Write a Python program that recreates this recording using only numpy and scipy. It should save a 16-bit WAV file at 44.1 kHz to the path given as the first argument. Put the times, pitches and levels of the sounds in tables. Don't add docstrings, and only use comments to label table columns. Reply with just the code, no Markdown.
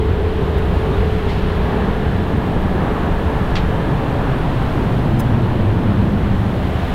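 import sys
import numpy as np
from scipy import signal
from scipy.fft import rfft, irfft, next_fast_len
from scipy.io import wavfile
from scipy.ndimage import uniform_filter1d, map_coordinates

SR = 44100
rng = np.random.default_rng(int(sys.argv[2]) if len(sys.argv) > 2 else 0)


def unload_audio(sound):
    columns = np.transpose(np.atleast_2d(sound))
    steps = np.round(np.clip(columns, -1, 1) * 32767)
    wavfile.write(sys.argv[1], SR, steps.astype(np.int16))


N = 306054


# f/Hz, relative level/dB
DEEP_SPECTRUM = [(4, -40), (12, 0), (22, 5), (35, 2), (48, -3), (62, 2), (120, -48.5), (400, -120)]
RUMBLE_SPECTRUM = [(25, -33), (45, -14), (58, -1), (70, -3.5), (86, -1), (106, -12.5), (170, -29.5),
                   (400, -100)]
ROAR_SPECTRUM = [(60, -29), (84, -4), (106, 1), (145, -1.5), (195, -1.5), (250, -6.5), (340, -11.5),
                 (450, -18.5), (700, -32), (1500, -88)]
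RUSH_SPECTRUM = [(200, 3), (330, 1.5), (500, 0.5), (800, -1), (1050, -3.5), (1300, -8), (1800, -12),
                 (2200, -20), (3200, -30), (6000, -80)]
# t/s, level/dB
RUMBLE_ENVELOPE = [(0, -17), (1.2, -19.5), (2.5, -25), (3.6, -21.5), (4.35, -28.5), (6.1, -23.5),
                   (6.94, -22)]
# t/s, relative level/dB
ROAR_ENVELOPE = [(0, -23.5), (1.5, -21.5), (2.5, -18.3), (3.2, -22), (3.95, -18), (4.45, -19.5),
                 (5.15, -15), (6.05, -14), (6.94, -21)]
# centre t/s, gain/dB, half-width/s
WIND_SURGES = [(.85, 2.5, 0.14), (1.763, 4, 0.1), (2.885, 3, 0.13), (6.88, 2, 0.18)]

def exhaust():
    deep_db = -22.5 + arch(peak_s=3.4, rise_per_s=1.5, fall_per_s=1.5) + 0.9 * wobble(4.07)
    deep = amp(deep_db) * steadied(noise(DEEP_SPECTRUM, patchy_db=-0.8), seconds=0.89)
    rumble_db = curve(RUMBLE_ENVELOPE) + 0.89 * wobble(7)
    rumble = amp(rumble_db) * steadied(noise(RUMBLE_SPECTRUM, patchy_db=-1.5), seconds=0.31)
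    roar_db = curve(ROAR_ENVELOPE) - 1.08
    swept = reflected(noise(ROAR_SPECTRUM, patchy_db=0.93))
    roar = amp(roar_db) * steadied(swept, seconds=0.21)
    rush_db = -22 + arch(peak_s=4.15, rise_per_s=1.02, fall_per_s=1.42) + 0.36 * wobble(17)
    rush_db += sum(db * gaussian(centre_s, width_s) for centre_s, db, width_s in WIND_SURGES)
    rush = amp(rush_db) * steadied(noise(RUSH_SPECTRUM, patchy_db=0.75), seconds=0.12)
    return deep + rumble + roar + rush


def reflected(direct, widest_hz=207.8, cutoff_hz=300):
    t = clock()
    octaves = arch(peak_s=1.86, rise_per_s=0.28, fall_per_s=0.2394)
    spacing_hz = widest_hz * 2 ** octaves
    strength = 0.29 + 0.03 * t

    def bounce(x):
        bass = filtered(x, lambda hz: 1 / (1 + (hz / cutoff_hz) ** 4))
        return strength * np.interp(t - 1 / spacing_hz, t, bass)

    first = bounce(direct)
    return direct + first + bounce(first)


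# f/Hz, relative level/dB
SKIRT_SPECTRUM = [(100, -100), (220, -27), (320, 0.5), (420, 0), (500, -3), (650, -29), (1500, -100)]

def fans(fade_db_per_s=3):
    whine_db = -25 - fade_db_per_s * clock() + 0.5 * wobble(4.1)
    faster = amp(whine_db) * wavering_tone(hz=436, waver_hz=3.8, flutter_db=2.4)
    slower = amp(whine_db - 2.5) * wavering_tone(hz=398.4, waver_hz=6.3, flutter_db=4.5)
    skirt = amp(whine_db - 5) * noise(SKIRT_SPECTRUM, patchy_db=0.3)
    return faster + slower + skirt


# f/Hz, relative level/dB
TURBINE_SPECTRUM = [(1200, -90), (1590, -8), (1708, 0), (1780, -10), (2300, -90)]

def turbine():
    band_db = -40 + arch(peak_s=3.64, rise_per_s=3, fall_per_s=16)
    band = amp(band_db) * noise(TURBINE_SPECTRUM, patchy_db=1.2)
    whistle = amp(-63.5) * wavering_tone(hz=4150, waver_hz=6, flutter_db=1)
    return band + whistle


# f/Hz, relative level/dB
KNOCK_SPECTRUM = [(300, -20), (900, 4), (2000, 1), (3300, 1.5), (4500, -5), (6000, -16), (8000, -25),
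                  (11000, -37), (16000, -55)]
# onset t/s, level/dB, rise time/s, T60/s
KNOCK_BURSTS = [(1.278, -31, .012, .55), (3.554, -19.5, .0003, .08), (3.564, -22.5, .001, .16)]

def knocks():
    out = np.zeros(N)
    for onset_s, db, rise_s, t60_s in KNOCK_BURSTS:
        age = np.maximum(clock() - onset_s, 0)
        envelope = amp(db - 60 * age / t60_s) * (1 - np.exp(-age / rise_s))
        out += envelope * noise(KNOCK_SPECTRUM, patchy_db=1)
    return out


# centre t/s, peak level/dB
ELECTRIC_BUZZES = [(.586, -34), (5.202, -16.8)]

def buzzes(slow_hz=1015, fast_hz=1300, width_s=0.0068):
    out = np.zeros(N)
    for centre_s, db in ELECTRIC_BUZZES:
        tick_hz = np.where(np.abs(clock() - centre_s) < width_s / 2, fast_hz, slow_hz)
        cycle = np.cumsum(tick_hz) / SR % 1
        samples_from_tick = (cycle - 0.5) * SR / tick_hz
        out += amp(db) * gaussian(centre_s, width_s) * np.sinc(samples_from_tick)
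    return out


# centre t/s, f/Hz, peak level/dB, half-width/s
TYRE_CHIRPS = [(.565, 3680, -42, 0.016), (0.945, 3720, -40, 0.01), (1.302, 2110, -30.5, 0.012)]

def tyre_chirps(jitter_hz=55):
    out = np.zeros(N)
    for centre_s, hz, db, width_s in TYRE_CHIRPS:
        phase = 2 * np.pi * np.cumsum(hz + jitter_hz * wobble(400)) / SR
        out += amp(db) * gaussian(centre_s, width_s) * np.sin(phase)
    return out


# f/Hz, relative level/dB
HISS_SPECTRUM = [(700, -38), (1400, 0.5), (1900, 1), (2300, -0.5), (3000, -0.5), (3500, -3), (4200, -9),
                 (5000, -17.5), (6500, -28.5), (10000, -48)]
FINE_HISS_SPECTRUM = [(1500, -44), (5000, 0.5), (7000, -1.5), (9000, -2), (12000, -3), (15800, -6)]
# t/s, level/dB
HISS_ENVELOPE = [(0, -39), (1.5, -36), (2.4, -39), (4.7, -37.5), (5.7, -39.5), (6.5, -39), (6.94, -35)]
FINE_HISS_ENVELOPE = [(0, -57), (.8, -53.5), (2.2, -54.5), (3.5, -53), (4.2, -54), (4.75, -52), (5.3, -55),
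                      (6.2, -55), (6.94, -51.5)]

def airflow():
    hiss_db = curve(HISS_ENVELOPE) + 0.22 * wobble(19)
    hiss = amp(hiss_db) * noise(HISS_SPECTRUM, patchy_db=-0.03)
    fine_hiss = amp(curve(FINE_HISS_ENVELOPE)) * noise(FINE_HISS_SPECTRUM, patchy_db=0.9)
    return hiss + fine_hiss


def wavering_tone(hz, waver_hz, flutter_db):
    phase = 2 * np.pi * np.cumsum(hz + waver_hz * wobble(30)) / SR
    return unit(np.sin(phase) * amp(flutter_db * wobble(14)))


def noise(spectrum, patchy_db):
    white = signal.stft(rng.standard_normal(N), nperseg=1024)[2]
    patches = uniform_filter1d(rng.standard_normal(white.shape), size=8, axis=0)
    patches = uniform_filter1d(patches, size=9, axis=1)
    patchy = signal.istft(white * amp(patchy_db * unit(patches)), nperseg=1024)[1][:N]
    knots_hz, db = np.transpose(spectrum)
    return unit(filtered(patchy, lambda hz: amp(np.interp(np.log(hz + 1), np.log(knots_hz), db))))


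def steadied(x, seconds):
    power = np.abs(uniform_filter1d(x ** 2, size=int(seconds * SR)))
    smooth_power = uniform_filter1d(power, size=int(seconds * SR / 2))
    return unit(x / np.sqrt(smooth_power + 1e-9))


def filtered(x, response):
    size = next_fast_len(N + SR // 2)
    hz = np.fft.rfftfreq(size, 1 / SR)
    return irfft(rfft(x, size) * response(hz), size)[:N]


def wobble(rate):
    knots = rng.standard_normal(int(N * rate / SR) + 4)
    return map_coordinates(knots, [clock() * rate])


def arch(peak_s, rise_per_s, fall_per_s):
    t = clock() - peak_s
    return np.minimum(rise_per_s * t, -fall_per_s * t)


def gaussian(centre_s, width_s):
    return np.exp(-((clock() - centre_s) / width_s) ** 2 / 2)


def curve(rows):
    return np.interp(clock(), *np.transpose(rows))


def clock():
    return np.arange(N) / SR


def amp(db):
    return 10 ** (np.asarray(db) / 20)


def unit(x):
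    return x / np.sqrt(np.mean(x ** 2) + 1e-20)


def scene():
    engines = exhaust() + airflow() + fans() + turbine()
    return (engines + knocks() + tyre_chirps() + buzzes())[None]


def record(dry, top_hz=15820):
    return filtered(dry[0], lambda hz: hz < top_hz)[None]


dry = scene()
out = record(dry)
unload_audio(out)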